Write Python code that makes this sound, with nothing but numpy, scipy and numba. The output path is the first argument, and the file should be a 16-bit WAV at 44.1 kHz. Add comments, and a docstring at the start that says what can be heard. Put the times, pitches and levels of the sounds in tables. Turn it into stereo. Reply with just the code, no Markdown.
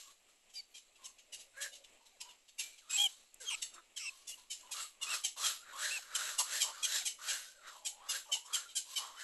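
"""Heron nestlings beg in a nest: short hard "chak" notes (harmonics mixed with breath noise) and hoarse rasps
(throat pulses and noise in a moving mouth resonance, with puffed hiss), plus whistled peeps and harmonic squawks.
A fading noise tail trails the chaks and the hiss, and only faintly the other calls.
A noise tick is a twig; resonant-noise coos and a murmur lie behind.
Two spaced microphone ports, each with its own colour, hear the nest from the left."""
import sys
import numpy as np
from scipy import signal
from scipy.fft import rfft, irfft
from scipy.io import wavfile
from numba import njit

SR = 44100
rng = np.random.default_rng(int(sys.argv[2]) if len(sys.argv) > 2 else 0)


def put_to_file(sound):
    """Save the sound as 16-bit audio at rate SR, in the file named by the first command-line argument."""
    columns = np.atleast_2d(sound).T  # one column per channel
    safe = np.clip(columns, -1, 1)
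    whole_steps = np.round(safe * 32767)
    wavfile.write(sys.argv[1], SR, whole_steps.astype(np.int16))


N = 407043
HZ = np.maximum(np.fft.rfftfreq(N, 1 / SR), 1)
RESTING_MOUTH_HZ = 1230


def from_db(db):
    """Decibels to gain."""
    return 10 ** (np.asarray(db) / 20)


def rms_one(x):
    """Scale to rms 1."""
    return x / np.sqrt(np.mean(x ** 2) + 1e-20)


def at_hz(points, hz):
    """Read a spectrum in dB on a log-frequency axis."""
    points_hz, points_db = np.transpose(points)
    return np.interp(np.log(hz), np.log(points_hz), points_db)


def coloured(x, points):
    """Filter a whole-length signal by a spectrum in dB."""
    return irfft(rfft(x) * from_db(at_hz(points, HZ)), N)


def butter(x, order, cutoff_hz, kind):
    """Butterworth filter, "low" or "high" pass."""
    return signal.sosfilt(signal.butter(order, cutoff_hz, kind, fs=SR, output="sos"), x)


def wobble(size, rate_hz):
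    """Slow random wander of rms 1: noise through a double one-pole low-pass."""
    r = np.exp(-2 * np.pi * rate_hz / SR)
    noise = rng.standard_normal(size + 2000)
    return rms_one(signal.lfilter([1], [1, -2 * r, r * r], noise)[2000:])


def phase_of(hz):
    """Phase in radians of a moving frequency."""
    return 2 * np.pi * np.cumsum(hz) / SR


def note(start_s, length_s, *pitches_hz):
    """Sample span, place 0-1 and parabolic pitch of one call."""
    along = np.linspace(0, 1, round(length_s * SR))
    at = round(start_s * SR) + np.arange(len(along))
    return at, along, np.polyval(np.polyfit([0, .5, 1], pitches_hz, deg=2), along)


@njit
def moving_resonance(x, hz, width_hz, sr):
    """Two-pole resonance whose centre and width move."""
    out = np.zeros(len(x))
    for i in range(2, len(x)):
        r = np.exp(-np.pi * width_hz[i] / sr)
        drive = (1 - r * r) / 2 * (x[i] - x[i - 2])
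        out[i] = drive + 2 * r * np.cos(2 * np.pi * hz[i] / sr) * out[i - 1] - r * r * out[i - 2]
    return out


def breath_pair(points, source=0):
    """Partly alike breath noise for two ports, with narrow bands drifting randomly in pitch and level; rms 1."""
    # narrow noise bands: mean_centre_hz
    band_hz = [2745, 4083, 4940, 5440, 6310, 7570, 10950]
    alike = 0.068  # power share of the noise common to both ports
    shared, *own = rng.standard_normal((3, N))
    air = coloured(np.sqrt(alike) * (shared + source) + np.sqrt(1 - alike) * np.array(own), points)
    out, width_hz = air.copy(), np.full(N, 345.)
    for hz in band_hz:
        centre_hz = hz * (1 + 0.035 * wobble(N, rate_hz=4))
        gain = from_db(3.5 + 3.0 * wobble(N, rate_hz=8))
        out += gain * np.array([moving_resonance(side, centre_hz, width_hz, SR) for side in air])
    return rms_one(out)


def chaks():
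    """Harmonics on a pitch that lifts slightly, then slides down, mixed with breath; voice pair and one breath."""
    # notes, levels before trim: start_s, level_db, start_pitch_hz, fade_at_s, throat_hz, treble_lift_db
    chak_notes = [(0.489, -55.5, 666, 0.018, 3400, -8), (0.53, -49, 770, 0.06, 5400, -3.5),
                  (0.736, -47, 793, 0.047, 3830, -9), (0.952, -52.5, 682, 0.013, 2600, -25),
                  (1.037, -41.5, 760, 0.027, 3820, 3.5), (1.1775, -49.5, 820, 0.018, 3950, -26),
                  (1.319, -37.5, 976, 0.028, 3880, -1.5), (1.385, -48, 770, 0.032, 3840, 0),
                  (1.603, -34, 829, 0.031, 3870, 3), (1.713, -48, 730, 0.057, 2540, -6),
                  (1.835, -46, 612, 0.012, 3800, -29), (2.199, -38, 660, 0.018, 2620, -1),
                  (2.278, -53.5, 720, 0.04, 2820, -36), (2.477, -46.5, 950, 0.012, 4100, -11),
                  (2.58, -33.5, 920, 0.032, 2600, -1.5), (2.774, -47.5, 840, 0.012, 4170, -25),
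                  (2.892, -33, 1268, 0.028, 2470, -5), (3.397, -45, 956, 0.028, 3280, 10),
                  (3.614, -27, 925, 0.013, 3800, 2), (3.731, -44.5, 930, 0.016, 3700, 7),
                  (3.9595, -33, 1086, 0.02, 2420, -3.5), (4.267, -40, 696, 0.049, 3450, 6.5),
                  (4.496, -36.5, 760, 0.036, 3050, 2), (4.707, -32.5, 843, 0.029, 4000, 2.5),
                  (5.01, -33.5, 714, 0.033, 2920, 3.5), (5.2336, -25.5, 783, 0.026, 3180, -2),
                  (5.368, -40.5, 910, 0.023, 3341, 6.5), (5.432, -27, 820, 0.039, 3700, 0),
                  (6.143, -25.5, 631, 0.016, 3300, 5.5), (6.377, -23, 712, 0.026, 4300, 4.5),
                  (6.599, -23.5, 812, 0.032, 2720, 0.5), (6.823, -26.5, 820, 0.031, 3460, -0.5),
                  (7.049, -25.5, 812, 0.027, 2760, -1), (7.276, -28.5, 796, 0.036, 2730, -7.5),
                  (7.845, -30, 811, 0.029, 3070, 3), (8.083, -30.5, 711, 0.038, 3380, 2),
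                  (8.313, -28, 760, 0.035, 3060, -3.5), (8.441, -50.5, 786, 0.036, 5400, 10),
                  (8.525, -26, 809, 0.031, 2900, 5), (8.678, -48, 783, 0.04, 3900, -15),
                  (8.749, -27.5, 803, 0.032, 3040, 4.5), (8.954, -27, 765, 0.028, 3000, -4.5),
                  (9.158, -53, 756, 0.17, 3070, -12)]
    # throat spectrum: frequency_hz, level_db
    throat = [(600, -27), (1800, -28), (2400, -14.5), (3000, -0.5), (4000, -2), (5500, -5), (7500, -9),
              (11000, -8.5), (13500, -26)]
    # notes clear up as the begging gets eager: time_s, roughness (0-1)
    roughness = [(0, .55), (4.2, .42), (5.0, .36), (9.2, .31)]
    attack_s, trim_db, pitch_bend = 0.019, -4, .048
    ring_db, ring_width_hz = 5.5, 350
    size = 4410
    voice, air = np.zeros((2, N)), np.zeros((2, N))
    breath = breath_pair(throat)
    bright = rms_one(butter(breath, 2, 5000, "high"))
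    t, k = np.arange(size) / SR, np.arange(1, 19)[:, None]
    for start_s, level_db, pitch_hz, fade_at_s, throat_hz, lift_db in chak_notes:
        at = np.minimum(round(start_s * SR) + np.arange(size), N - 1)
        along = np.minimum(t / fade_at_s, 1)
        # the membranes lose their regular beat along the note
        broken = np.clip(np.interp(start_s, *np.transpose(roughness)) + .45 * (along - .3), .03, 1)
        bend = pitch_bend * rng.uniform(.6, 1.3) * (.9 * along - 2 * along ** 2.5)
        hz = pitch_hz * (1 + bend + 0.027 * broken * wobble(size, rate_hz=200))
        phase = phase_of(hz)

        treble_db = lift_db * np.clip((k * hz - 3500) / 3000, 0, 1) + 2.8 * (k * hz > 3600)
        throat_ring_db = ring_db / (1 + ((k * hz - throat_hz) / ring_width_hz) ** 2)
        uneven_db = rng.normal(0, 2.2, k.shape)
        partials_db = at_hz(throat, k * hz) + treble_db + throat_ring_db + uneven_db
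        partials = from_db(partials_db) * np.cos(k * phase + rng.uniform(0, 2 * np.pi, k.shape))
        # each port draws its own random balance of harmonics for every note
        tone = rms_one(from_db(rng.normal(0, 3, (2, len(k)))) @ partials)

        noise = breath[:, at] + from_db(lift_db - 5.0) * bright[:, at]
        puffs = rms_one(noise * (1 + 0.42 * np.cos(phase)))

        flutter_db = 1.6 * wobble(size, rate_hz=120)
        fade_db = -3 * along ** 2 - 930 * np.maximum(t - fade_at_s, 0)
        attack = np.sin(np.pi / 2 * np.minimum(t / attack_s, 1)) ** 1.52
        shape = from_db(level_db + trim_db) * attack * from_db(flutter_db + fade_db)
        voice[:, at] += shape * (np.sqrt(1 - broken ** 2) * tone + broken * puffs)
        air[:, at] += shape * (puffs + .5 * tone)
    return voice, air[0]


def rasp_effort():
    """Croak dB, mouth Hz and hiss dB in time; croak power weights the mouth, so the loudest rasp dominates."""
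    # rasps, levels before trim: start_s, swell_s, swell_db, fade_s, croak_db, hiss_db,
    # mouth_start_hz, mouth_peak_hz, mouth_end_hz
    rasp_calls = [(-.03, 0.024, 3.6, 0.091, -97, -48.5, 1120, 1070, 1080),
                  (.01, 0.1, 10, 0.036, -67, -57.5, 1150, 1110, 1050),
                  (.275, 0.022, 4, 0.072, -75, -65.5, 1300, 1300, 1300),
                  (.98, 0.061, 10, 0.11, -63, -61.5, 1060, 1070, 1020),
                  (1.321, 0.009, 4.8, 0.027, -63, -60, 1860, 2080, 1730),
                  (1.537, 0.12, 15, 0.0485, -48, -50, 1520, 1620, 1710),
                  (2.0, 0.015, 2, 0.069, -67.5, -70, 960, 940, 900),
                  (2.05, 0.013, 2, 0.063, -78, -61, 900, 880, 860),
                  (2.2, 0.1, 4.7, 0.063, -61.5, -67, 960, 986, 900),
                  (2.577, 0.033, 3.8, 0.27, -59.5, -50, 2280, 2360, 2350),
                  (2.801, .12, 24, 0.047, -55.5, -55, 844, 1460, 1010),
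                  (2.921, 0.053, 2, 0.19, -64.5, -40, 820, 830, 1000),
                  (3.398, 0.12, 5.9, 0.19, -57.5, -48.5, 1570, 1240, 1400),
                  (3.719, 0.065, 13, 0.051, -54.5, -109, 1320, 1320, 1300),
                  (3.972, 0.093, 6.1, 0.39, -65, -55, 1650, 1062, 1140),
                  (4.37, 0.018, 3.6, 0.084, -64, -56, 1030, 970, 980),
                  (4.5, 0.1, 5, 0.16, -96, -58, 960, 1600, 1000),
                  (4.628, 0.08, 4.7, 0.22, -59.5, -66, 1010, 927, 960),
                  (4.735, 0.066, 7.3, 0.091, -49, -39, 1270, 1320, 1240),
                  (5.0, 0.14, 21.8, 0.072, -40.5, -33, 1050, 1390, 1190),
                  (5.36, 0.11, 12.5, 0.11, -41, -32.5, 927, 1430, 1240),
                  (5.598, 0.12, 17, 0.045, -50.5, -56.5, 1400, 1479, 1210),
                  (5.721, 0.13, 15.2, 0.19, -40, -34.5, 877, 1645, 1460),
                  (5.939, 0.028, 7.3, 0.029, -54, -44.5, 1490, 1400, 1440),
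                  (6.021, 0.14, 21, 0.4, -45.5, -46.5, 1440, 1405, 1390),
                  (6.181, 0.12, 0.73, 0.12, -44.5, -40, 1430, 1490, 1100),
                  (6.382, 0.025, 8.7, 0.04, -41, -37, 905, 1000, 910),
                  (6.44, 0.11, 15, 0.13, -42.5, -32.5, 1100, 1640, 1740),
                  (6.62, 0.077, 2.5, 0.087, -48, -50, 900, 906, 1340),
                  (6.72, 0.074, 3.8, 0.16, -52.5, -50.5, 1650, 1220, 1150),
                  (6.84, 0.12, 10, 0.1, -43.5, -33, 1420, 1670, 1420),
                  (7.181, 0.13, 14, 0.19, -43.5, -36.5, 1260, 1530, 1500),
                  (7.37, 0.038, 3, 0.91, -67.5, -79, 1600, 1610, 1460),
                  (7.58, 0.1, 21.6, 0.09, -48, -52, 1350, 1380, 1280),
                  (7.699, 0.066, 5.5, 0.13, -59, -58, 950, 940, 900),
                  (7.961, 0.14, 14.4, 0.075, -51.5, -56, 840, 1290, 1420),
                  (8.1, 0.059, 5.7, 0.082, -45.5, -39.5, 1240, 1590, 1510),
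                  (8.25, 0.1, 3.7, 0.19, -58.5, -59, 900, 900, 950),
                  (8.443, 0.13, 16.5, 0.14, -47, -45.5, 980, 1400, 1380),
                  (8.85, .09, 8.4, 0.048, -60.5, -46, 960, 1070, 1000),
                  (8.97, 0.06, 7.1, 0.21, -48.5, -50.5, 1050, 1080, 940),
                  (9.13, 0.082, 18, 0.088, -48, -47, 1130, 1600, 1560)]
    onset_s, fade_db, hiss_steeper = 0.01, 22, 1.5  # fade in dB per fade_s; swell factor for the hiss
    resting_croak_db, resting_hiss_db = -90, -72.5  # quiet wheezing between the rasps
    t = np.arange(0, N, 64) / SR
    columns = np.transpose(rasp_calls)[:, :, None]
    start_s, swell_s, swell_db, fade_s, croak_db, hiss_db, start_hz, peak_hz, end_hz = columns
    rising = np.clip(1 - (t - start_s) / swell_s, 0, 1)
    falling = np.maximum(t - start_s - swell_s, 0) / fade_s
    gate = np.clip((t - start_s) / onset_s, 0, 1) * from_db(-fade_db * falling)
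    croak = gate * from_db(croak_db - swell_db * rising)
    hiss = gate * from_db(hiss_db - hiss_steeper * swell_db * rising)
    mouth_hz = peak_hz + (start_hz - peak_hz) * rising + (end_hz - peak_hz) * np.minimum(falling, 1)

    power, rest = croak ** 2, from_db(2 * resting_croak_db)
    total = power.sum(0) + rest
    mean_mouth_hz = ((power * mouth_hz).sum(0) + rest * RESTING_MOUTH_HZ) / total
    hiss_power = (hiss ** 2).sum(0) + from_db(2 * resting_hiss_db)
    controls = [10 * np.log10(total), mean_mouth_hz, 10 * np.log10(hiss_power)]
    return [np.interp(np.arange(N) / SR, t, control) for control in controls]


def rasps():
    """Uneven throat pulses and noise ring in a moving mouth resonance; breath hiss comes in puffs with them."""
    # hiss spectrum: frequency_hz, density_db_per_hz
    hiss_spectrum = [(300, -34.5), (1700, -10.5), (2250, -23), (2800, -5.5), (3900, 2), (5000, -3),
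                     (7500, -6.5), (9000, -2.5), (11000, -6), (13500, -1.5)]
    # mouth resonance width, narrowest for a soft moan: croak_db, width_hz
    mouth_width = [(-102, 160), (-60.5, 51), (-60.5, 234), (-22, 170)]
    pulse_rate_hz, jitter, noise_share = 598.8, .07, 0.38
    upper_rest_hz, upper_follows, upper_db = 3520, 1.86, -8  # second mouth mode; Hz moved per Hz of the first
    croak_db, mouth_hz, hiss_db = rasp_effort()

    wander = jitter * wobble(N, rate_hz=160) + .06 * wobble(N, rate_hz=5.4)
    cycles = np.cumsum(pulse_rate_hz * (1 + wander)) / SR
    ticks = np.diff(np.floor(cycles), prepend=0)
    pulses = rms_one(ticks * from_db(3.5 * wobble(N, rate_hz=410)))
    source = pulses + noise_share * rng.standard_normal(N)

    def ring_twice(x, hz, first_width_hz, second_width_hz):
        """Two moving resonances in series."""
        return moving_resonance(moving_resonance(x, hz, first_width_hz, SR), hz, second_width_hz, SR)

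    width_hz = np.interp(croak_db, *np.transpose(mouth_width))
    sides = source + .55 * rng.standard_normal((2, N))  # each port hears some air of its own
    mouth = np.array([ring_twice(side, mouth_hz, width_hz, 3 * width_hz) for side in sides])
    mouth = mouth / np.sqrt(width_hz)
    chest = moving_resonance(source, np.full(N, 560.), np.full(N, 250.), SR)

    # broad, damped part of the mouth's ring: noisier, and different at each port
    skirt_width_hz, skirt_air = np.full(N, 750.), 2.5 * rng.standard_normal((2, N))
    skirt = np.array([moving_resonance(pulses + air, mouth_hz, skirt_width_hz, SR) for air in skirt_air])

    upper_hz = upper_rest_hz + upper_follows * (mouth_hz - RESTING_MOUTH_HZ)
    upper_width_hz, upper_air = np.full(N, 550.), 2 * rng.standard_normal((2, N))
    upper = np.array([ring_twice(pulses + air, upper_hz, upper_width_hz, upper_width_hz) for air in upper_air])

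    croak = rms_one(mouth) + from_db(-23.5) * rms_one(chest)
    croak = croak + from_db(upper_db) * rms_one(upper) + from_db(-12.5) * rms_one(skirt)
    breath = breath_pair(hiss_spectrum, source=0.9 * pulses)
    puffs = breath * (1 + .7 * np.cos(2 * np.pi * cycles)) * from_db(1.7 * wobble(N, rate_hz=130))
    return from_db(croak_db - 2.0) * croak, from_db(hiss_db + 0.5) * rms_one(puffs)


def peeps():
    """Whistled notes of three harmonics, some clean, some rattled by a second, unsteady vibration."""
    # thin peeps, levels before trim: start_s, length_s, start_pitch_hz, mid_pitch_hz, end_pitch_hz,
    # fundamental_db, second_harmonic_db, third_harmonic_db, swell_db, rattle (0-1)
    peep_notes = [(0.553, 0.057, 2344, 2385, 2160, -63, -34.5, -63, 7.5, 0.22),
                  (2.926, 0.048, 2555, 2520, 2680, -42.5, -61, -35, 8, 0.32),
                  (3.444, 0.053, 3430, 3240, 3184, -33.5, -36.5, -53, 32, 0.16),
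                  (3.496, 0.0606, 3090, 2850, 2520, -37, -42, -38.5, -1.5, 0.99),
                  (3.991, 0.087, 2650, 2680, 2790, -46, -38, -47.5, 1.5, 1),
                  (4.055, 0.044, 2775, 2670, 2540, -44, -46, -53.5, 2.5, 0.38),
                  (4.294, 0.055, 2870, 2840, 2940, -52, -64, -87, 16, 0.15),
                  (5.065, 0.043, 2580, 2570, 3000, -52.5, -65, -77, 0, 0.029),
                  (5.1, 0.06, 2820, 2650, 2460, -47, -51, -51, -4.5, 0.47),
                  (5.904, 0.08, 2505, 2720, 2434, -45.5, -61, -51.5, -1, 0.3)]
    rattle_hz, trim_db = 371.4, 4.0
    out = np.zeros(N)
    for start_s, length_s, start_hz, mid_hz, end_hz, *levels_db, swell_db, rattle in peep_notes:
        at, along, hz = note(start_s, length_s, start_hz, mid_hz, end_hz)
        size = len(at)
        window = signal.windows.tukey(size, .2) * from_db(swell_db * (along - 1))
        phase = phase_of(hz * (1 + (.01 + .035 * rattle ** 2) * wobble(size, rate_hz=250)))
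        beat = phase_of(rattle_hz * (1 + 0.21 * wobble(size, rate_hz=180)))
        chopped = (1 - 0.73 * rattle) + 0.33 * rattle * np.cos(beat)
        whistle = sum(from_db(db + trim_db) * np.sin(k * phase) for k, db in enumerate(levels_db, 1))
        out[at] += window * chopped * whistle
    return out


def squawks():
    """Harmonic stacks: the fundamental, harmonics boosted near the throat resonance, bright air puffed each cycle."""
    # clear squawks, levels before trim: start_s, length_s, start_pitch_hz, mid_pitch_hz, end_pitch_hz,
    # fundamental_db, strongest_harmonic (number), strongest_db
    squawk_notes = [(1.558, 0.1205, 507.5, 566.6, 547, -72.5, 3.0, -51.5),
                    (2.12, 0.059, 697, 750, 380, -82, 2.5, -70),
                    (2.97, 0.11, 766, 819, 731, -58.5, 4.0, -35),
                    (3.399, 0.061, 543, 489, 410, -75.5, 3.06, -59.5),
                    (3.49, 0.054, 670, 524, 388, -91, 2.0, -60),
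                    (3.74, 0.075, 345, 352, 332, -84, 3.3, -68),
                    (5.955, .045, 1123, 953, 600, -66.5, 2.8, -65),
                    (7.007, 0.022, 797, 747, 600, -65.5, 3.47, -46),
                    (8.285, 0.041, 616, 577, 550, -71, 2.0, -57)]
    air_db, top_hz, top_db = -5, 7140, -11  # air and a high ring, relative to strongest_db
    out, k = np.zeros((2, N)), np.arange(2, 12)[:, None]
    air = rms_one(butter(rng.standard_normal((2, N)), 6, 5800, "high"))
    for start_s, length_s, start_hz, mid_hz, end_hz, low_db, strongest, peak_db in squawk_notes:
        at, along, hz = note(start_s, length_s, start_hz, mid_hz, end_hz)
        size, peak_hz = len(at), strongest * hz
        window = signal.windows.tukey(size, .25) * from_db(-5.0 * (2 * along - 1) ** 2)
        phase = phase_of(hz * (1 + .017 * wobble(size, rate_hz=150)))

        throat = from_db(peak_db + 4) / (1 + ((k * hz - peak_hz) / 160) ** 2)
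        skirt = from_db(peak_db - 10) * np.minimum(peak_hz / (k * hz), k * hz / peak_hz) ** 4
        top = from_db(peak_db + top_db) / (1 + ((k * hz - top_hz) / 700) ** 4)
        harmonics = np.sum((throat + skirt + top) * np.sin(k * phase), axis=0)
        fundamental = from_db(low_db + 5.5) * np.sin(phase)

        flutter = from_db(2.2 * wobble(size, rate_hz=90))
        hiss = from_db(peak_db + air_db) * air[:, at] * (1 + .7 * np.cos(phase))
        out[:, at] += window * flutter * (fundamental + harmonics + hiss)
    return out


def twig():
    """One dry, very bright tick: decaying noise, high-passed."""
    start_s, level_db, t60_s = 3.343, -36.0, .012  # level ahead of the high-pass
    out, t = np.zeros(N), np.arange(600) / SR
    tick = from_db(level_db - 60 * t / t60_s) * rng.standard_normal(600)
    out[round(start_s * SR) + np.arange(600)] = butter(tick, 3, 8000, "high")
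    return out


def breath_tail(x):
    """Fading noise tail: convolution with a dying burst of noise, another for each side."""
    t60_s, rise_s = 0.24, 0.0045
    t = np.arange(SR // 2) / SR
    tails = rng.standard_normal((2, len(t))) * from_db(-60 * t / t60_s) * np.minimum(t / rise_s, 1)
    return signal.fftconvolve(x[None], tails / np.linalg.norm(tails[0]), axes=1)[:, :N]


def coos():
    """Breathy hums: noise through a narrow resonance, applied twice."""
    # faint low coos from a far bird: start_s, length_s, start_pitch_hz, mid_pitch_hz, end_pitch_hz, level_db
    coo_notes = [(1.2, 0.33, 605, 567, 566, -83.5), (1.66, 0.19, 580, 588, 570, -77),
                 (7.5, 0.54, 565, 610, 590, -80), (7.78, 0.34, 840, 830, 816, -71.5)]
    out = np.zeros(N)
    for start_s, length_s, start_hz, mid_hz, end_hz, level_db in coo_notes:
        at, along, hz = note(start_s, length_s, start_hz, mid_hz, end_hz)
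        width_hz = np.full(len(at), 120.)
        hum = moving_resonance(rng.standard_normal(len(at)), hz, width_hz, SR)
        hum = moving_resonance(hum, hz, width_hz, SR)
        out[at] += from_db(level_db) * np.sin(np.pi * along) ** .5 * rms_one(hum)
    return out


def murmur():
    """Faint far noise, alike on both sides only in the bass."""
    # murmur spectrum: frequency_hz, density_db_per_hz
    murmur_spectrum = [(20, 5), (40, -16.5), (100, -12), (140, -29.5), (200, -12.5), (630, -7), (1560, -15),
                       (2640, -0.5), (6330, -15.5), (7610, -6.5), (11300, -16), (14000, -6.5)]
    level_db = -70.5
    shared, *own = coloured(rng.standard_normal((3, N)), murmur_spectrum)
    # below 700 Hz most of each side's own noise is swapped for the shared one
    bass = butter(shared - np.array(own), 1, 700, "low")
    return from_db(level_db + 2.5 * wobble(N, rate_hz=6)) * rms_one(own + .8 * bass)


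def scene():
    """The nest's sound reaches the right port a little later; a tail trails chaks and hiss, faintly the rest."""
    right_lag_s = 0.0003586
    chak_tail_db, call_tail_db, hiss_tail_db = -6, -22.0, -4.5
    chak, chak_air = chaks()
    croak, hiss = rasps()
    calls = croak + peeps() + squawks() + coos() + twig()
    left, right = chak + calls + hiss
    late_right = irfft(rfft(right) * np.exp(-2j * np.pi * HZ * right_lag_s), N)
    tail_source = from_db(chak_tail_db) * chak_air + from_db(call_tail_db) * calls[0]
    tail_source = tail_source + from_db(hiss_tail_db) * hiss[0]
    nest = np.array([left, late_right]) + breath_tail(tail_source)
    return butter(nest, 4, 300, "high") + murmur()


def record(dry):
    """Each port has its own colour; a steep low-pass cuts the top."""
    # port responses: frequency_hz, gain_db
    left_port = [(200, 8.5), (2000, 8), (5000, -2), (7600, 11.5), (8600, 2), (9600, -6.5), (11500, -23.5),
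                 (14000, -13)]
    right_port = [(200, 9), (2000, 7.5), (5000, -4), (7000, -3), (8500, -6.5), (11000, 5), (11800, 2.5),
                  (12600, -19), (14000, -32)]
    stop_hz, stop_db = 14900, 70
    ports = [coloured(dry[0], left_port), coloured(dry[1], right_port)]
    return signal.sosfilt(signal.cheby2(12, stop_db, stop_hz, fs=SR, output="sos"), ports)


dry = scene()
out = record(dry)
put_to_file(out)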